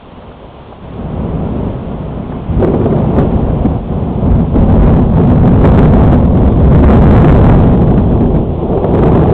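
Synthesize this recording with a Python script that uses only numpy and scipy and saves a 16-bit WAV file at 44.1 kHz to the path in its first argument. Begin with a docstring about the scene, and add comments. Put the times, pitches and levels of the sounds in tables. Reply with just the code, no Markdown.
"""Thunder over steady light rain, heard outdoors through a small camera's narrow-band microphone input.
Rain ticks on nearby leaves throughout. A low growl comes first, then a sharp crack at about 2.6 s.
Two long heavy rolls peak near 5.7 s and 7.2 s and overload the input; a brighter third follows at 8.5 s.
The thunder is shock fronts from the crooked lightning channel, arriving by the hundreds in surges."""
import sys
import numpy as np
from scipy import signal
from scipy.fft import rfft, irfft, next_fast_len
from scipy.io import wavfile
from scipy.ndimage import uniform_filter1d

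SR = 44100
rng = np.random.default_rng(int(sys.argv[2]) if len(sys.argv) > 2 else 0)


def waveform_to_disk(signal):
    """Save audio, clipped to [-1, 1], as 16-bit WAV at the path in sys.argv[1]."""
    frames = np.transpose(np.atleast_2d(signal))
    scaled = np.clip(frames, -1, 1) * 32767
    samples = np.round(scaled).astype(np.int16)
    wavfile.write(sys.argv[1], SR, samples)


N = 411453
TIME = np.arange(N) / SR


# Surges at the microphone, one per stretch of channel; boom, tear and peal are relative to the level:
# (start [s], rise [s], hold [s], level [dB], deep boom [dB], near tear [dB], hollow peal [dB])
THUNDER_SURGES = [(-0.05, 0.17, 1, -36.5, -1.5, 0, -15.5), (0.767, 0.49, 0.45, -17, -4.5, -7, -11.5),
                  (1.762, 0.14, 0.49, -21.5, -4, -5.5, -13.5), (2.432, 0.11, .05, -13.5, -1, -13, -22),
                  (2.584, 0.026, 0.21, -12.5, -18, -7.5, -4), (2.805, 0.1, 0.2, -12, -9, -6.5, -12),
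                  (3.097, 0.062, 0.045, -10.5, -3.5, -5.5, -8), (3.147, 0.21, .35, -15, 0.5, -5.5, -17),
                  (3.836, 0.095, 0.29, -16, -5, -7, -12.5), (4.187, 0.068, 0.16, -10.5, -3, -10.5, -18),
                  (4.512, 0.067, 0.13, -7.5, -1, -9, -16), (4.678, 0.11, .17, -6, -2, -8, -17.5),
                  (5.087, .08, 0.52, -4, -6, -12, -22.5), (5.568, 0.085, 0.47, -2, -2.5, -10, -23),
                  (6.254, 0.097, 0.34, -8, 0.5, -8.5, -14), (6.598, 0.08, 0.1, -2.5, -1, -15.5, -19.5),
                  (6.776, .07, .68, 0.5, -1.5, -11, -13.5), (7.542, 0.087, 0.37, -7, -5, -10, -13),
                  (8.009, 0.12, .27, -12.5, -0.5, -6.5, -8), (8.492, 0.18, 0.49, -17, -1.5, 0, -1.5),
                  (8.801, 0.24, 0.27, -8, -5.5, -5.5, -6.5)]

def surge_gains(release_db_per_s=52.5):
    """Gains over time of body, boom, tear and peal: surges rise, hold and die away; their powers add."""
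    power = np.zeros((4, N))
    for start, rise, hold, db, *parts_db in THUNDER_SURGES:
        age = TIME - start
        attack = np.clip(age / rise, 0, 1)
        release = amp(-release_db_per_s * np.maximum(age - rise - hold, 0))
        peaks = amp(db + np.array([0, *parts_db]))
        power += np.outer(peaks, attack * release) ** 2
    return np.sqrt(power + 1e-12)


# Thunder from a distance, its treble absorbed by the air: (frequency [Hz], level [dB])
DISTANT_SPECTRUM = [(8, -15.5), (36, -7), (52, -1.5), (80, -1), (110, -1), (250, -3), (310, -12),
                    (540, -12.5), (750, -16.5), (1030, -24.5), (1300, -36.5), (1700, -49), (4000, -51.5)]
# Booming of walls near the microphone: (frequency [Hz], width [Hz], lift [dB])
WALL_RESONANCES = [(61, 20, 3), (159.9, 13, 5), (228, 20, 2)]

def air_path(hz):
    """Gain of the path from channel to microphone, with the walls' resonances."""
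    walls_db = sum(db / (1 + (2 * (hz - centre) / width) ** 2) for centre, width, db in WALL_RESONANCES)
    return amp(read(DISTANT_SPECTRUM, hz) + walls_db)


def roll(body_gain, boom_gain, tear_gain, boom_hz=88, tear_hz=300, lump_hz=9, lump_db=1.0):
    """Far parts of the channel boom, the bulk of it rolls, parts nearer the microphone tear."""
    deep = lambda hz: below(hz, boom_hz, order=12)
    boom = shocks(lambda hz: air_path(hz) * np.sqrt(deep(hz)), per_s=500, spread_db=3, steady_s=.1)
    body = shocks(lambda hz: air_path(hz) * np.sqrt((1 - deep(hz)) * below(hz, tear_hz)),
                  per_s=900, spread_db=2.5, steady_s=.07)
    tear = shocks(lambda hz: air_path(hz) * np.sqrt(1 - below(hz, tear_hz)),
                  per_s=4000, spread_db=1.5, steady_s=.06)
    lumps = noise(lambda hz: below(hz, lump_hz) * (1 - below(hz, lump_hz / 2)))  # fronts arrive unevenly
    return amp(lump_db * lumps) * (boom_gain * boom + body_gain * body + tear_gain * tear)


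def shocks(colour, per_s, spread_db, steady_s):
    """A stream of coloured shock fronts: lumpy from moment to moment, of even power over longer times."""
    fronts = filtered(arrivals(per_s, spread_db), colour)
    span = int(steady_s * SR)
    power = uniform_filter1d(uniform_filter1d(fronts ** 2, span), span)
    return fronts / np.sqrt(abs(power) + 1e-20)


# Claps and thuds, where a straight stretch of channel reaches the microphone all at once:
# (time [s], level [dB], pitch [Hz])
THUNDER_CLAPS = [(0.225, -33, 755), (0.317, -35, 820), (0.728, -26, 600), (1.187, -24, 246),
                 (1.637, -25, 455), (2.325, -27, 800), (2.628, -7.5, 371), (2.646, -4.5, 306),
                 (2.686, -8.5, 286.5), (2.745, -8.5, 320), (2.863, -7, 301), (2.932, -6, 235),
                 (3.189, -4.5, 263), (3.5, -16, 57.6), (3.66, -4.5, 210.3), (4.331, -6.5, 65),
                 (4.565, -3.5, 212.2), (4.595, -7.5, 55.6), (4.819, -2, 50), (4.996, -4.5, 191),
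                 (5.21, -3, 206.3), (5.422, -3.5, 44.8), (5.48, -3.5, 196.8), (5.653, 4.5, 231.2),
                 (5.787, 4.5, 216.7), (6.128, -1, 216.6), (6.718, 1.5, 104), (6.839, -1, 239.5),
                 (6.87, 3, 90.5), (7.088, 3, 80.7), (7.179, 9, 83.6), (7.15, 1, 228.5), (7.249, -2, 246),
                 (7.3, 8.5, 126.3), (7.98, -8, 225), (8.217, -7, 218.8), (8.36, -6, 186), (8.776, -12, 369),
                 (8.85, -8, 393), (8.95, -7, 335), (9.036, -6.5, 363)]

def claps(jitter_periods=.22, snap_db=-23):
    """Each clap is a quick volley of N-shaped pressure waves with a rough, brighter snap."""
    out = np.zeros(N)
    for centre_s, db, pitch_hz in THUNDER_CLAPS:
        half_s = .036 / 2 * (247 / pitch_hz) ** .7  # 36 ms in all at 247 Hz; deeper claps last longer
        t = np.arange(-half_s, half_s, 1 / SR)
        fronts_s = (np.arange(-16, 17) + jitter_periods * rng.standard_normal(33) + rng.random()) / pitch_hz
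        phase = (t[:, None] - fronts_s) * 2 * np.pi * pitch_hz
        n_waves = -phase * np.exp(-phase ** 2 / 2)
        volley = unit_rms(n_waves.sum(1))
        grit = rng.standard_normal(SR // 2)[:len(t)]
        snap = unit_rms(filtered(grit, lambda hz: below(hz, 1300, order=6) * (1 - below(hz, 400))))
        add(out, centre_s - half_s, amp(db) * np.hanning(len(t)) * (volley + amp(snap_db) * snap))
    return out


def peal(gain, centre_hz=386, width_hz=110):
    """Fronts of like width crowd their energy into one hollow band."""
    band = lambda hz: np.sqrt(below(abs(hz - centre_hz), width_hz / 2, order=4))
    return gain * shocks(band, per_s=700, spread_db=2.5, steady_s=.078)


# Crackle of the lightning branches closest to the microphone: (frequency [Hz], level [dB])
CRACKLE_SPECTRUM = [(200, -17), (550, -6.5), (1000, 2.5), (1300, -2), (1700, -11), (2600, -16), (4000, -32)]

def crackle(body_gain, gain_db=-29, fade_from_s=3.2, fade_db_per_s=4.5):
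    """Small sharp fronts from near branches keep their treble, and fade once those have been heard."""
    fade_db = fade_db_per_s * np.maximum(TIME - fade_from_s, 0)
    gain = amp(gain_db - fade_db) * body_gain ** .46  # follows the roll by this share of its dB
    return gain * shocks(lambda hz: amp(read(CRACKLE_SPECTRUM, hz)), per_s=3600, spread_db=1.5, steady_s=.18)


# Wash of rain on trees and ground, some way off: (frequency [Hz], level [dB])
RAIN_SPECTRUM = [(30, 12.5), (300, 9.5), (700, 12), (1050, 10.5), (1500, -5), (2000, -4.5), (3200, 0),
                 (4200, -6)]

def rain(wash_db=-37.5, drops_db=-54.5, drops_per_s=330, swell_db=.5):
    """A distant wash and nearer drops ticking on leaves, swelling a little together."""
    wash = noise(lambda hz: amp(read(RAIN_SPECTRUM, hz)))
    swell = noise(lambda hz: below(hz, 5))
    t = np.arange(SR // 100) / SR
    drops = np.zeros(N)
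    pitches_hz = np.geomspace(1200, 3800, 8)
    for hz in pitches_hz:
        tick = np.sin(2 * np.pi * hz * t) * np.exp(-t * hz / 2.7)
        impacts = arrivals(drops_per_s / len(pitches_hz), spread_db=1)
        drops += signal.oaconvolve(impacts, tick)[:N]
    return amp(swell_db * swell) * (amp(wash_db) * wash + amp(drops_db) * unit_rms(drops))


def arrivals(per_s, spread_db):
    """Clicks at random moments, of either sign and uneven size."""
    hit = rng.random(N) < per_s / SR
    sign = rng.choice([-1., 1.], N)
    return hit * sign * amp(spread_db * np.minimum(rng.exponential(1, N), 4))


def noise(colour):
    """Coloured noise with an rms of one."""
    return unit_rms(filtered(rng.standard_normal(N), colour))


def amp(db):
    """Decibels to gain."""
    return 10 ** (np.asarray(db) / 20)


def unit_rms(x):
    """Scales to an rms of one."""
    return x / np.sqrt(np.mean(x ** 2) + 1e-20)


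def read(points, hz):
    """Reads a table on a log-frequency axis."""
    points_hz, values = np.transpose(points)
    return np.interp(np.log(hz + 1), np.log(points_hz + 1), values)


def filtered(x, gain):
    """Applies a gain that is a function of frequency."""
    size = next_fast_len(len(x) + SR // 10)
    hz = np.fft.rfftfreq(size, 1 / SR)
    return irfft(rfft(x, size) * gain(hz), size)[:len(x)]


def below(hz, corner_hz, order=8):
    """Low-pass curve: one far under the corner, a half at it."""
    return 1 / (1 + (hz / corner_hz) ** order)


def add(mix, start_s, sound):
    """Mixes a sound in at a time."""
    part = mix[max(round(start_s * SR), 0):][:len(sound)]
    part += sound[:len(part)]


def scene():
    """Thunder and rain at one microphone in the open air."""
    body, boom, tear, hollow = surge_gains()
    return (roll(body, boom, tear) + peal(hollow) + crackle(body) + claps() + rain())[None]


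# Colour of the camera's output: (frequency [Hz], gain [dB])
CAMERA_RESPONSE = [(3400, 0), (4000, -1), (4500, -3), (5200, 0), (6500, -1), (7700, 2), (8500, 0),
                   (12500, -1), (15300, 1)]

def record(dry, input_rate_hz=8000, input_ceiling=.703, output_ceiling=.707, edge_hz=16000):
    """The microphone's narrow-band input samples coarsely and clips flat under the heavy rolls."""
    coarse = signal.resample_poly(dry[0], input_rate_hz, SR)
    overloaded = np.clip(coarse, -input_ceiling, input_ceiling)  # flat tops choke the rain for a few ms
    smooth = signal.resample_poly(overloaded, SR, input_rate_hz, window=("kaiser", 9))[:N]
    spitting = np.clip(smooth, -output_ceiling, output_ceiling)  # steep edges overshoot and clip again
    coloured = filtered(spitting, lambda hz: amp(read(CAMERA_RESPONSE, hz)))
    low_pass = signal.firwin(511, edge_hz, window=("kaiser", 9), fs=SR)
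    return signal.oaconvolve(coloured, low_pass, "same")[None]


dry = scene()
out = record(dry)
waveform_to_disk(out)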